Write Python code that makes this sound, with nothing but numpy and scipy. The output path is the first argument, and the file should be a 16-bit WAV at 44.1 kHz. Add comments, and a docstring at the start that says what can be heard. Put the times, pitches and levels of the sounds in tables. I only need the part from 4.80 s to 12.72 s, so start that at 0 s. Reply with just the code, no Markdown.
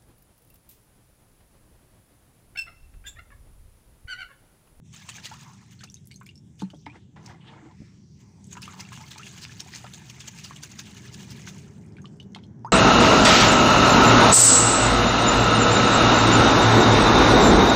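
"""Hand net in an outdoor tank

At a water tank outdoors, close perspective, mono microphone: a hand net is swished, dipped again, shaken
about six times a second and lifted out. Noise and ringing grains make the spray and splashes; bubbles with
climbing pitch make the churn and plinking drops; bubbles in noise make the slosh, bands of noise the swishes.
Short echoes and a faint outdoor tail follow, over a low machine hum and a faint hiss that swells once.
"""
import sys
import numpy as np
from scipy import signal
from scipy.fft import rfft, irfft, next_fast_len
from scipy.io import wavfile
from scipy.ndimage import map_coordinates

SR = 44100
rng = np.random.default_rng(int(sys.argv[2]) if len(sys.argv) > 2 else 0)


def unload_wav(signal):
    """Save mono or channel-first audio to the path in sys.argv[1] as 16-bit WAV at rate SR, clipped to [-1, 1]."""
    wavfile.write(
        sys.argv[1],
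        SR,
        np.round(np.clip(np.atleast_2d(signal).T, -1, 1) * 32767).astype(np.int16),
    )


N = 349272
TIME = np.arange(N) / SR
CUTOFF_HZ = 15700

# Slow swell of the machine hum: (time [s], relative level [dB])
HUM_SWELL = [(0.0, -52.5), (0.77, -53.5), (3.4, -51), (3.93, -49), (5.45, -49), (6.51, -46.5), (7.92, -47)]
# Colours of the layers, each: (frequency [Hz], relative gain [dB])
HUM_COLOUR = [(25, -28), (45, -20.5), (60, -10.5), (80, -1), (110, 2.5), (150, -1), (185, -2), (220, -1),
              (265, -12), (320, -15), (370, -13.5), (420, -17.5), (475, -26), (560, -28), (680, -31.5),
              (900, -32.5), (1150, -40.5), (1600, -39.5), (2200, -47.5), (4000, -75)]
HISS_COLOUR = [(400, -6), (900, 1), (1300, -11), (2200, 1), (2900, 2), (3500, 4.5), (4100, -6), (5600, 7),
               (7500, 4), (9500, -9), (11500, -25), (13500, -27), (15300, -10), (16000, -42)]
SPRAY_COLOUR = [(710, -8.5), (1200, -4), (1430, -10), (1570, 1), (1930, -5), (2830, 2), (3220, -1),
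                (3950, -2.5), (5470, -5.5), (6440, -0.5), (11900, -27), (13600, -32), (15000, -15),
                (16000, -47)]
CHURN_COLOUR = [(350, -33), (550, -4.5), (800, 2.5), (1100, -1), (1600, -0.5), (2400, 3), (3500, -53)]
SLOSH_COLOUR = [(200, 1), (320, 7), (550, -7), (850, 2.5), (1300, -5.5), (1900, -5.5), (2500, -10),
                (3000, -9.5), (4000, -14), (6800, -21), (9000, -31), (13000, -54)]
HISS_SWELL_COLOUR = [(1200, -56), (2200, -2), (3000, -21), (4200, 1), (5000, 5), (5300, -5), (5750, 10),
                     (6500, 2.5), (8500, -10), (12000, -25), (16000, -26)]
# Droning tones within the hum: (frequency [Hz], waver rate [1/s], level against the rumble [dB])
DRONES = [(123.6, 7, -6.5), (144.8, 5, -8), (161, 5, -8.5), (191.6, 9, -8), (293, 5, -21.5),
          (335, 6, -25.5), (402.7, 7, -23.5)]
# Faint hiss behind everything: (time [s], level [dB])
HISS_COURSE = [(0, -85), (0.06, -63), (0.14, -65), (1.2, -69.5), (1.55, -74.5), (1.7, -72), (1.9, -73),
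               (2.03, -71), (2.3, -75.5), (2.8, -75.5), (3.05, -65.5), (3.28, -78), (3.5, -68.5),
               (3.65, -66.5), (6.9, -72), (7.3, -74), (7.75, -80)]
# Sheets of water thrown by the net:
# (time of crest [s], relative level [dB], swell [s], fall [s], pitch of the commonest drops [Hz])
SHEETS = [(0.138, -40.5, 0.0064, 0.0079, 7600), (0.211, -61, 0.0043, 0.018, 2600),
          (0.292, -28, 0.0031, 0.0094, 8000), (0.36, -36, .0034, 0.017, 6640),
          (0.456, -28, 0.011, 0.012, 4520), (0.923, -47, 0.016, 0.021, 2020),
          (1.016, -47.5, 0.02, 0.0098, 3180), (1.039, -34.5, 0.0024, 0.0075, 5200),
          (1.802, -41.5, 0.0078, .008, 5800), (1.818, -40.5, 0.0084, 0.0078, 4240),
          (1.902, -50, 0.00068, 0.012, 3300), (2.46, -50.5, 0.024, 0.046, 5300),
          (3.408, -54, 0.013, 0.023, 7140), (3.73, -35.5, 0.013, 0.0093, 6600),
          (3.773, -40.5, 0.0046, 0.011, 2900), (3.823, -34.5, 0.0012, 0.014, 4900),
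          (4.005, -28, 0.007, 0.0051, 5360), (4.126, -39.5, 0.0025, 0.052, 2870),
          (4.311, -35, 0.0026, 0.023, 3880), (4.385, -29.5, 0.0027, 0.0012, 4600),
          (4.48, -36, 0.029, 0.0038, 3000), (4.58, -37.5, 0.0086, 0.0068, 3070),
          (4.638, -31.5, 0.017, 0.0079, 4700), (4.805, -26, 0.0044, 0.0037, 5830),
          (4.957, -32, 0.02, 0.024, 4650), (5.138, -30.5, 0.0024, 0.0023, 3730),
          (5.214, -70, 0.0027, .005, 2400), (5.3, -33.5, 0.0031, 0.006, 5630),
          (5.405, -34, 0.0022, .013, 5240), (5.482, -27, 0.0065, 0.0048, 6900),
          (5.592, -37.5, 0.023, 0.018, 2300), (5.646, -31, 0.0069, 0.016, 5060),
          (5.763, -34.5, 0.003, 0.0044, 3200), (5.833, -27, 0.003, 0.0067, 5170),
          (5.992, -27.5, 0.004, 0.011, 5500), (6.065, -45, 0.013, 0.042, 3200),
          (6.173, -39, .011, 0.013, 6040), (6.259, -44, 0.027, 0.014, 1750),
          (6.346, -34, 0.012, 0.0036, 4860), (6.437, -48, 0.011, .012, 3220),
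          (6.512, -37.5, 0.014, 0.017, 5370), (6.611, -46, 0.023, 0.02, 2380),
          (6.681, -36, 0.014, 0.021, 5900)]
# Bouts of shaking: (start [s], end [s], relative spray level [dB], relative churn level [dB], churn decay [dB/s])
BOUTS = [(0.145, 0.604, -58, -58.5, 36.5), (3.828, 6.735, -58, -58.5, 42)]
# The loudest drops and their bubbles: (time [s], peak level [dB], pitch [Hz], ring [s], slap level [dB])
LOUD_DROPS = [(0.288, -37, 1050, 0.0032, -36), (0.289, -39.5, 1820, 0.0027, -45),
              (0.318, -39, 2980, 0.0049, -52), (0.354, -39, 2300, 0.003, -40),
              (0.383, -36, 1670, 0.0033, -43), (0.469, -39, 1895, 0.0069, -46),
              (0.514, -37.5, 838, 0.017, -39), (0.514, -40.5, 1340, 0.0061, -38),
              (0.992, -46, 4270, .004, -65), (1.008, -49, 1506, 0.024, -35),
              (1.034, -45.5, 1280, 0.0037, -34), (1.04, -41, 4040, .002, -36),
              (1.074, -49, 2660, 0.0063, -56), (1.1, -36, 5700, 0.0013, -63), (1.088, -51, 3490, .005, -57),
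              (1.119, -51, 7300, .003, -53), (1.159, -55, 2630, 0.0025, -58),
              (1.143, -30, 6280, 0.0012, -66), (1.168, -49, 3700, 0.0049, -59),
              (1.256, -50, 10200, 0.0012, -60), (1.272, -80, 6000, 0.0062, -33),
              (1.308, -52, 2090, 0.0053, -53), (1.313, -41, 2160, 0.0071, -31),
              (1.32, -47, 8100, .0015, -58), (1.342, -50, 4100, 0.011, -41), (1.36, -41, 6330, 0.0044, -50),
              (1.412, -41.5, 1037, 0.0066, -42), (1.414, -43, 1450, 0.0048, -61),
              (1.403, -51, 7600, .0015, -64), (1.432, -56, 7400, .002, -48), (1.461, -46, 5120, .002, -56),
              (1.465, -48, 7000, .002, -40), (1.465, -44, 2260, 0.006, -42),
              (1.49, -38.5, 2770, 0.0048, -49), (1.512, -56, 2300, 0.005, -58),
              (1.556, -45, 5280, 0.003, -62), (1.577, -45.5, 5430, 0.0035, -69),
              (1.795, -45, 3420, 0.0026, -39), (1.82, -29.5, 855, 0.0045, -55),
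              (1.8212, -19.5, 244, 0.006, -50), (1.83, -21.5, 188, 0.015, -48),
              (1.838, -48, 4150, .003, -62), (1.852, -41, 192, 0.017, -58), (1.902, -43, 2960, 0.0035, -48),
              (1.945, -53.5, 3250, .005, -49), (1.961, -57, 3700, 0.0018, -61),
              (1.968, -53, 5800, 0.0018, -67), (1.934, -42.5, 654, 0.0056, -62),
              (1.937, -37, 293, 0.007, -29), (2.06, -43, 3080, 0.0035, -55),
              (2.064, -33, 2130, 0.0025, -38), (2.066, -29, 870, 0.0044, -46),
              (2.067, -37, 279, 0.018, -39), (2.099, -45, 2310, 0.012, -53), (2.365, -50, 890, 0.0035, -46),
              (2.366, -51, 2000, .004, -52), (2.825, -43, 301, 0.016, -70), (2.856, -40, 314, 0.016, -47),
              (3.003, -24, 169.5, 0.0025, -66), (3.018, -27, 234, 0.0028, -52),
              (3.643, -41, 6540, 0.0011, -69), (3.669, -49, 7750, 0.0033, -55),
              (3.726, -35, 6560, 0.0061, -59), (3.728, -51, 945, 0.0083, -52),
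              (3.753, -48, 936, 0.016, -31), (3.769, -39.5, 917, 0.011, -28),
              (3.819, -33.5, 5180, 0.0013, -31), (3.827, -41.5, 2525, 0.02, -27),
              (3.878, -33.5, 1146, 0.0079, -33), (3.934, -52, 1050, .005, -31),
              (3.994, -38.5, 930, 0.0093, -51), (4.01, -39, 2100, .005, -55), (4.051, -41, 2680, .005, -57),
              (4.12, -41.5, 980, 0.0086, -29), (4.175, -42, 1020, 0.0038, -33),
              (4.207, -42.5, 817, 0.016, -53), (4.234, -46, 970, 0.0097, -52),
              (4.359, -44, 824, 0.013, -32), (4.395, -39.5, 1244, 0.018, -37),
              (4.432, -35.5, 2750, 0.0044, -36), (4.651, -18.5, 2660, 0.00044, -43),
              (4.695, -41, 1670, 0.0058, -64), (4.804, -24, 5460, .0012, -54),
              (4.862, -45, 740, 0.0072, -56), (4.937, -31.5, 1900, 0.0024, -32),
              (5.043, -31.5, 737, 0.0025, -30), (5.066, -53, 930, .006, -28),
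              (5.419, -42, 3300, 0.0043, -40), (5.709, -31.5, 1080, 0.0042, -38),
              (5.836, -39, 1530, 0.0053, -58), (6.673, -35, 1520, 0.0043, -28.5),
              (6.674, -42.5, 960, 0.0055, -53), (7.168, -43, 2300, 0.005, -57),
              (7.184, -44.5, 1525, 0.0067, -47), (7.218, -49.5, 6420, 0.0042, -71),
              (7.244, -42.5, 1110, 0.0075, -62), (7.256, -37, 3020, 0.0021, -55),
              (7.4, -36.5, 2920, 0.0057, -47), (7.428, -54, 3460, 0.0037, -47),
              (7.548, -32, 3160, 0.0018, -62), (7.548, -34.5, 2110, 0.0028, -27.5),
              (7.561, -35.5, 823, 0.0055, -36), (7.562, -42, 3200, 0.0017, -46),
              (7.586, -57, 1500, 0.0064, -40), (7.637, -43.5, 3200, 0.002, -65),
              (7.641, -54, 4200, 0.0032, -63), (7.847, -27.5, 871, 0.026, -64),
              (7.848, -50, 4900, 0.003, -64), (7.864, -53.5, 6350, 0.0041, -71)]
# Pushes of the net under the surface: (time of crest [s], relative level [dB], swell [s], fall [s])
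NET_PUSHES = [(0.39, -52, 0.012, 0.019), (1.04, -53, 0.0023, 0.013), (1.941, -71, 0.0036, 0.016),
              (2.075, -71, 0.0045, 0.035), (2.165, -48.5, 0.024, 0.01), (2.362, -50, 0.0012, 0.054),
              (2.5, -47, 0.041, 0.045), (2.728, -50, 0.059, 0.068), (2.86, -54.5, 0.058, 0.037),
              (2.913, -55.5, 0.0043, 0.015)]
# Soft swishes and faint narrow bands of hiss:
# (time of crest [s], level [dB], swell [s], fall [s], centre pitch [Hz], width [octaves])
NOISE_BANDS = [(0.546, -56, .012, .018, 1120, 0.49), (0.689, -52.5, .066, 0.042, 1050, 0.43),
               (0.83, -57, .012, 0.0098, 980, 0.45), (1.759, -76.5, 0.044, 0.018, 2320, .1),
               (1.811, -60, .0042, .03, 1480, 0.71), (1.85, -65, .01, .03, 2780, 0.28),
               (1.912, -65, 0.021, .012, 1520, .25), (1.993, -64, .005, 0.015, 5300, 0.29),
               (2.026, -70, 0.0076, 0.022, 3620, 0.14), (2.09, -60, .01, 0.02, 880, 0.62),
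               (2.2, -69.5, .12, 0.075, 3640, .1), (2.22, -79, .06, 0.073, 5100, 0.1),
               (2.462, -41, 0.0012, 0.004, 5700, 0.52), (2.5, -67, .035, .03, 1780, 0.51),
               (2.615, -57.5, 0.0065, 0.025, 2650, 0.66), (2.683, -50.5, 0.018, 0.017, 3100, 0.43),
               (2.914, -68.5, 0.0055, 0.0061, 4900, 0.14), (3.05, -67, 0.12, 0.099, 2220, 0.17),
               (3.08, -72.5, .08, 0.11, 1230, .3), (3.082, -75, 0.043, 0.077, 3600, 0.44),
               (3.25, -85, 0.11, 0.13, 5040, .05), (3.3, -74, .12, 0.18, 5860, .09),
               (3.369, -75, 0.012, 0.026, 2900, 0.15), (3.4, -70, 0.023, .1, 2200, .4),
               (3.44, -68, .025, 0.12, 950, 0.54), (3.58, -67, .02, 0.056, 915, 0.42),
               (3.95, -53.5, 0.054, 0.071, 960, 0.61), (4.2, -58, 0.045, 0.031, 950, 0.44)]


def from_db(db):
    """Decibels to gain."""
    return 10 ** (np.asarray(db) / 20)


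def rms_one(x):
    """Scale to unit rms."""
    return x / np.sqrt(np.mean(x ** 2) + 1e-20)


def at_hz(points, hz):
    """Gain of a colour at the given frequencies, interpolated over log frequency."""
    points = np.array(points)
    return from_db(np.interp(np.log(hz + 1e-9), np.log(points[:, 0]), points[:, 1]))


def coloured(x, colour):
    """Filter a steady texture by a colour; rms 1."""
    size = next_fast_len(N)
    gain = at_hz(colour, np.fft.rfftfreq(size, 1 / SR))
    return rms_one(irfft(rfft(x, size) * gain, size)[:N])


def band(x, low_hz, high_hz):
    """Gentle band-pass, kept below the cutoff."""
    high_hz = min(high_hz, CUTOFF_HZ)
    edges = [min(low_hz, high_hz / 2 ** .5), high_hz]
    return signal.sosfilt(signal.butter(2, edges, "band", fs=SR, output="sos"), x)


def drift(rate):
    """Random wavering of rms 1, with `rate` new values a second."""
    knots = rng.standard_normal(4000)
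    return rms_one(np.interp(TIME * rate, np.arange(len(knots)), knots))


def add(out, s, sound):
    """Mix a short sound in at time s."""
    at = int(np.clip(round(s * SR), 0, N - 1))
    out[at:at + len(sound)] += sound[:N - at]


def crest(t, swell_s, fall_s):
    """An envelope that swells to 1 at t = 0 and falls away."""
    return np.exp(-np.abs(t) / np.where(t < 0, swell_s, fall_s))


def held(start_s, end_s, rise_s, fade_db_per_s):
    """An envelope that rises up to the start, holds to the end, and fades."""
    rise = np.exp(np.minimum(TIME - start_s, 0) / rise_s)
    return rise * from_db(-fade_db_per_s * np.maximum(TIME - end_s, 0))


def bubble(hz, ring_s, glide, speedup=3.94, burst_octaves=0.85):
    """A trapped air bubble rings; its pitch climbs ever faster as it nears the surface, where it bursts."""
    t = np.arange(int(3.5 * ring_s * SR) + 2) / SR
    climb = np.minimum(glide * t * (1 + speedup * glide * t), 2)  # octaves
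    cycles = np.cumsum(np.minimum(hz * 2 ** climb, CUTOFF_HZ)) / SR
    onset = np.minimum(2 * cycles, 1)
    alive = np.exp(-(climb / burst_octaves) ** 8)
    return np.sin(2 * np.pi * cycles) * onset * np.exp(-t / ring_s) * alive


def bubble_cloud(low_hz, high_hz, cycles, rise, spread_db, count):
    """Bubbles of many sizes, born at random; each climbs in pitch while it rings, by `rise` octaves or so."""
    out = np.zeros(N)
    for when, radius, strength, damping, depth in rng.random((count, 5)):
        hz = low_hz * (high_hz / low_hz) ** radius
        ring_s = cycles * (.5 + damping) / hz
        size_db = spread_db * min(-np.log(1 - strength), 3)
        ring = bubble(hz, ring_s, 2 * depth * rise / ring_s)
        add(out, when * N / SR, hz * from_db(size_db) * ring)
    return rms_one(out)


def droplets(per_s, spread_db, cycles, count=26):
    """Countless tiny drops of uneven size, each ringing a few cycles at one of `count` pitches."""
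    sizes = from_db(spread_db * np.minimum(rng.exponential(1, N), 4)) * rng.choice([-1, 1], N)
    clicks = sizes * (rng.random(N) < per_s / SR)
    dealt, out = rng.integers(0, count, N), np.zeros(N)
    for k, hz in enumerate(np.geomspace(1200, 15500, count)):
        r, w = np.exp(-hz / (cycles * SR)), 2 * np.pi * hz / SR  # pole radius and angle
        struck = clicks * (dealt == k) + 1e-18
        ring = signal.lfilter([0, np.sin(w), -np.sin(w)], [1, -2 * r * np.cos(w), r * r], struck)
        out += np.sqrt(hz) * hz * ring / np.sin(w / 2)
    return rms_one(out)


def hum(bass_hz=75, overtone_hz=300, bass_follows=0.22, overtones_follow=2.28, waver_db=0.68):
    """A rumbling machine with wavering tones; it brightens as it swells, while its deepest part barely changes."""
    rumble = coloured(rng.standard_normal(N), HUM_COLOUR)
    for hz, waver_per_s, tone_db in DRONES:
        phase = 2 * np.pi * hz * TIME
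        tone = drift(waver_per_s) * np.cos(phase) + drift(waver_per_s) * np.sin(phase)
        rumble += from_db(tone_db) * tone
    rumble = rms_one(rumble)
    bass = signal.sosfiltfilt(signal.butter(2, bass_hz, fs=SR, output="sos"), rumble)
    overtones = signal.sosfiltfilt(signal.butter(2, overtone_hz, "high", fs=SR, output="sos"), rumble)
    middle = rumble - bass - overtones
    level_db = np.interp(TIME, *np.transpose(HUM_SWELL))
    swell = from_db(level_db - level_db.mean() + waver_db * drift(2.943))
    parts = bass * swell ** bass_follows + middle * swell + overtones * swell ** overtones_follow
    return from_db(level_db.mean() + 2.0) * parts


def hiss(patchy_db=4.5, shifts_per_s=6, count=52):
    """A faint hiss whose colour wavers: each narrow band swells and fades on its own."""
    edges, white = np.geomspace(700, 15500, count + 1), rng.standard_normal((2, N))
    patches = np.zeros(N)
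    for k, (low_hz, high_hz) in enumerate(zip(edges, edges[1:])):
        # neighbouring bands take different noise
        patches += band(white[k % 2], low_hz, high_hz) * from_db(patchy_db * drift(shifts_per_s))
    return from_db(np.interp(TIME, *np.transpose(HISS_COURSE))) * coloured(patches, HISS_COLOUR)


def splashes(width=1.19):
    """Each stroke throws a sheet of water that swells and breaks into drops, most of them of one size."""
    texture = droplets(per_s=7000, spread_db=5.5, cycles=3.6) + from_db(-7.0) * rng.standard_normal(N)
    burst = coloured(texture, SPRAY_COLOUR)
    out, t = np.zeros(N), np.arange(-SR // 8, SR // 4) / SR
    for s, level_db, swell_s, fall_s, hz in SHEETS:
        grains = burst[rng.integers(N - len(t)):][:len(t)]
        grains = grains + band(grains, hz / width, hz * width)  # favour the commonest drops
        force = crest(t, swell_s, fall_s)
        sheet = force * grains
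        evened = sheet * np.linalg.norm(force) / np.linalg.norm(sheet)
        add(out, s + t[0], from_db(level_db - 6.5) * evened)
    return out


def wash(lag_s=0.0075, surge_db=5.5, surge_s=0.0041, backswing_s=0.0772):
    """Spray and churn levels [dB]: held through each bout, surging with strokes and backswings, then settling."""
    rise_s = 0.012  # the water is stirred up at once
    settle_db_per_s = 60  # and the spray settles when the shaking stops
    trickle_db, trickle_fade_db_per_s = -24, 7  # leaving a trickle from the mesh
    spray_gain, churn_gain, surge = 1e-6, 1e-6, np.zeros(N)
    for start_s, end_s, spray_db, churn_db, dying_db_per_s in BOUTS:
        trickle = from_db(trickle_db) * held(start_s, end_s, rise_s, trickle_fade_db_per_s)
        shaken = held(start_s, end_s, rise_s, settle_db_per_s)
        spray_gain += from_db(spray_db) * np.maximum(shaken, trickle)
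        churn_gain += from_db(churn_db) * held(start_s, end_s, rise_s, dying_db_per_s)
    t = np.arange(-SR // 8, SR // 4) / SR
    swing = np.exp(-(t / surge_s) ** 2) + np.exp(-((t - backswing_s) / surge_s) ** 2)
    for s, *_ in SHEETS:
        add(surge, s + lag_s + t[0], swing)
    lift_db = surge_db * np.minimum(surge, 1)
    return 20 * np.log10(spray_gain) + lift_db, 20 * np.log10(churn_gain) + lift_db


def spray(spray_db):
    """Water strains through the mesh: a dense patter of short droplet grains over a fine fizz."""
    patter = droplets(per_s=3600, spread_db=4.0, cycles=5.5)
    fizz = from_db(-6) * rng.standard_normal(N)
    return from_db(spray_db + 3.0 + 2.25 * drift(60)) * coloured(patter + fizz, SPRAY_COLOUR)


def churn(churn_db):
    """Air dragged under by the net gurgles: a dense cloud of quickly damped bubbles, a few ringing on upward."""
    cloud = bubble_cloud(low_hz=620, high_hz=2800, cycles=7.5, rise=.05, spread_db=4.4, count=4500)
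    plops = bubble_cloud(low_hz=750, high_hz=2600, cycles=10.5, rise=.07, spread_db=3.2, count=620)
    gurgle = cloud + from_db(-2) * plops + from_db(-15) * rng.standard_normal(N)
    return from_db(churn_db - 1.0) * coloured(gurgle, CHURN_COLOUR)


def climb_rate(hz):
    """Starting climb of a drop's bubble [octaves/s]: small ones hold their pitch, large deep ones rise slowly."""
    return 11.0 * (hz / 850) ** -0.6 * min(hz / 970, 1) ** 2.0


def drops(slap_s=0.00096, slap_rise_s=0.001, slap_span=2.63):
    """A drop slaps the surface, from its bubble's pitch upward; the bubble rings, wobbling, in a brief spatter."""
    wobble, wobble_cycles = .25, 8  # share of the ring's level, and cycles between random turns
    spatter_db, spatter_s = -16, .006  # against the ring's peak; longest decay
    out, t = np.zeros(N), TIME[:SR // 10]
    for s, peak_db, hz, ring_s, slap_db in LOUD_DROPS:
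        ring, knots = bubble(hz, ring_s, climb_rate(hz)), rng.standard_normal(200)
        turns = TIME[:len(ring)] * hz / wobble_cycles
        shape = 1 + wobble * np.minimum(turns, 1) * np.interp(turns, np.arange(len(knots)), knots)
        add(out, s, from_db(peak_db) * ring * shape)

        spatter = rms_one(band(rng.standard_normal(len(t)), .85 * hz, 1.6 * hz))
        spatter_fade = np.exp(-t / min(spatter_s, 2 * ring_s))
        add(out, s, from_db(peak_db + spatter_db) * spatter * spatter_fade)

        fading = np.exp(-t / slap_s) * (1 - np.exp(-t / slap_rise_s))
        slap = band(rng.standard_normal(len(t)) * fading, 0.37 * hz, slap_span * hz)
        slap = band(slap, 1.1 * hz, 1.5 * slap_span * hz)
        add(out, s, from_db(slap_db) * slap * np.linalg.norm(fading) / np.linalg.norm(slap))
    return out


def satellites(below_db=-8, fade_db=12, delay_s=0.032, spread_octaves=1.27, cycles=11, count=4):
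    """Each small drop throws up a few smaller ones, which land a moment later at higher pitches."""
    out = np.zeros(N)
    for s, peak_db, hz, _, slap_db in LOUD_DROPS:
        for late, small, glide in rng.random((count, 3)):
            pitch = min(hz * 2 ** (small * spread_octaves), 9000)
            plink = bubble(pitch, min(cycles / pitch, .006), 15 * glide)
            level_db = (peak_db + slap_db) / 2 + below_db - fade_db * late
            if hz > 600:  # large bubbles throw none
                add(out, s + .003 + delay_s * late ** 2, from_db(level_db) * plink)
    return out


def slosh():
    """The net slides under with a darker wash of noise and large, quickly damped bubbles."""
    power = np.zeros(N)
    for s, level_db, swell_s, fall_s in NET_PUSHES:
        power += (from_db(level_db) * crest(TIME - s, swell_s, fall_s)) ** 2
    cloud = bubble_cloud(low_hz=265.5, high_hz=2300, cycles=6.7, rise=0.026, spread_db=-1.0, count=4000)
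    water = coloured(cloud + from_db(6) * rng.standard_normal(N), SLOSH_COLOUR)
    return np.sqrt(power) * from_db(1.5 + 0.6 * drift(46.1)) * water


def swishes(spread_db=5.5, sag_per_s=2.2):
    """Soft swishes and faint narrow bands of hiss: bands of noise, narrow to broad, swell and fade."""
    out, t = np.zeros(N), np.arange(-SR // 3, SR // 2) / SR
    for s, level_db, swell_s, fall_s, hz, octaves in NOISE_BANDS:
        width = 2 ** (octaves / 2)
        # the pitch sinks, more for wider bands: sag_per_s times the width each second
        course = np.cumsum(2 ** (-sag_per_s * octaves * t))
        uneven = rng.standard_normal(2 * SR) * from_db(spread_db * rng.standard_normal(2 * SR))
        noise = np.interp(course, np.arange(2 * SR), band(uneven, hz / width, hz * width))
        envelope = crest(t, swell_s, fall_s)
        swish = envelope * noise
        evened = swish * np.linalg.norm(envelope) / np.linalg.norm(swish)
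        add(out, s + t[0], from_db(level_db) * evened)
    return out


def stray_drips(quietest_db=-57, range_db=8, cycles=3.8, calming_s=0.45, count=36):
    """After each bout tiny bubbles burst with dry ticks, ever more rarely as the surface calms."""
    out = np.zeros(N)
    for _, end_s, *_ in BOUTS:
        for when, size, strength in rng.random((count, 3)):
            hz, s = 4800 * 2 ** size, end_s - calming_s * np.log(1 - when)
            if s < TIME[-1]:
                add(out, s, from_db(quietest_db + range_db * strength) * bubble(hz, cycles / hz, 8.9))
    return out


def hiss_swell(starts_low=0.085, settle_s=0.13):
    """A thin, smooth swell of the background hiss, whose pitch slides up at first."""
    start_s = 3.06
    envelope = held(start_s, end_s=3.7, rise_s=.09, fade_db_per_s=75)
    pitch = 1 - starts_low * np.exp(-np.maximum(TIME - start_s, 0) / settle_s)
    noise = coloured(rng.standard_normal(N), HISS_SWELL_COLOUR)
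    return from_db(-71.5) * envelope * map_coordinates(noise, [np.cumsum(pitch)], order=3)


def tank(x, wall_db=-12, wall_t60=0.029, yard_db=-19, yard_t60=0.38):
    """Quick reflections between the tank walls, then a faint tail from the surroundings."""
    t = TIME[:SR // 2]
    sparse = rng.standard_normal(len(t)) * (rng.random(len(t)) < .03)
    walls = sparse * from_db(-60 * t / wall_t60) * (t > .002)
    yard = rng.standard_normal(len(t)) * from_db(-60 * t / yard_t60) * (t > .01)
    response = from_db(wall_db) * walls / np.linalg.norm(walls)
    response += from_db(yard_db) * yard / np.linalg.norm(yard)
    return x + signal.fftconvolve(x, response)[:N]


def scene():
    """The water sounds and a swell of hiss, with echoes stronger on the drops, over the hum and hiss."""
    spray_db, churn_db = wash()
    stirred = spray(spray_db) + churn(churn_db) + splashes() + slosh()
    smooth = swishes() + hiss_swell()
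    dripping = drops() + satellites() + stray_drips()
    echoing = tank(stirred + smooth) + tank(dripping, wall_db=-8.5, wall_t60=0.062)
    return (echoing + hum() + hiss())[None]


def record(dry):
    """One microphone channel, its top cut steeply by an elliptic low-pass."""
    return signal.sosfilt(signal.ellip(10, .1, 80, CUTOFF_HZ, fs=SR, output="sos"), dry)


dry = scene()
out = record(dry)
unload_wav(out)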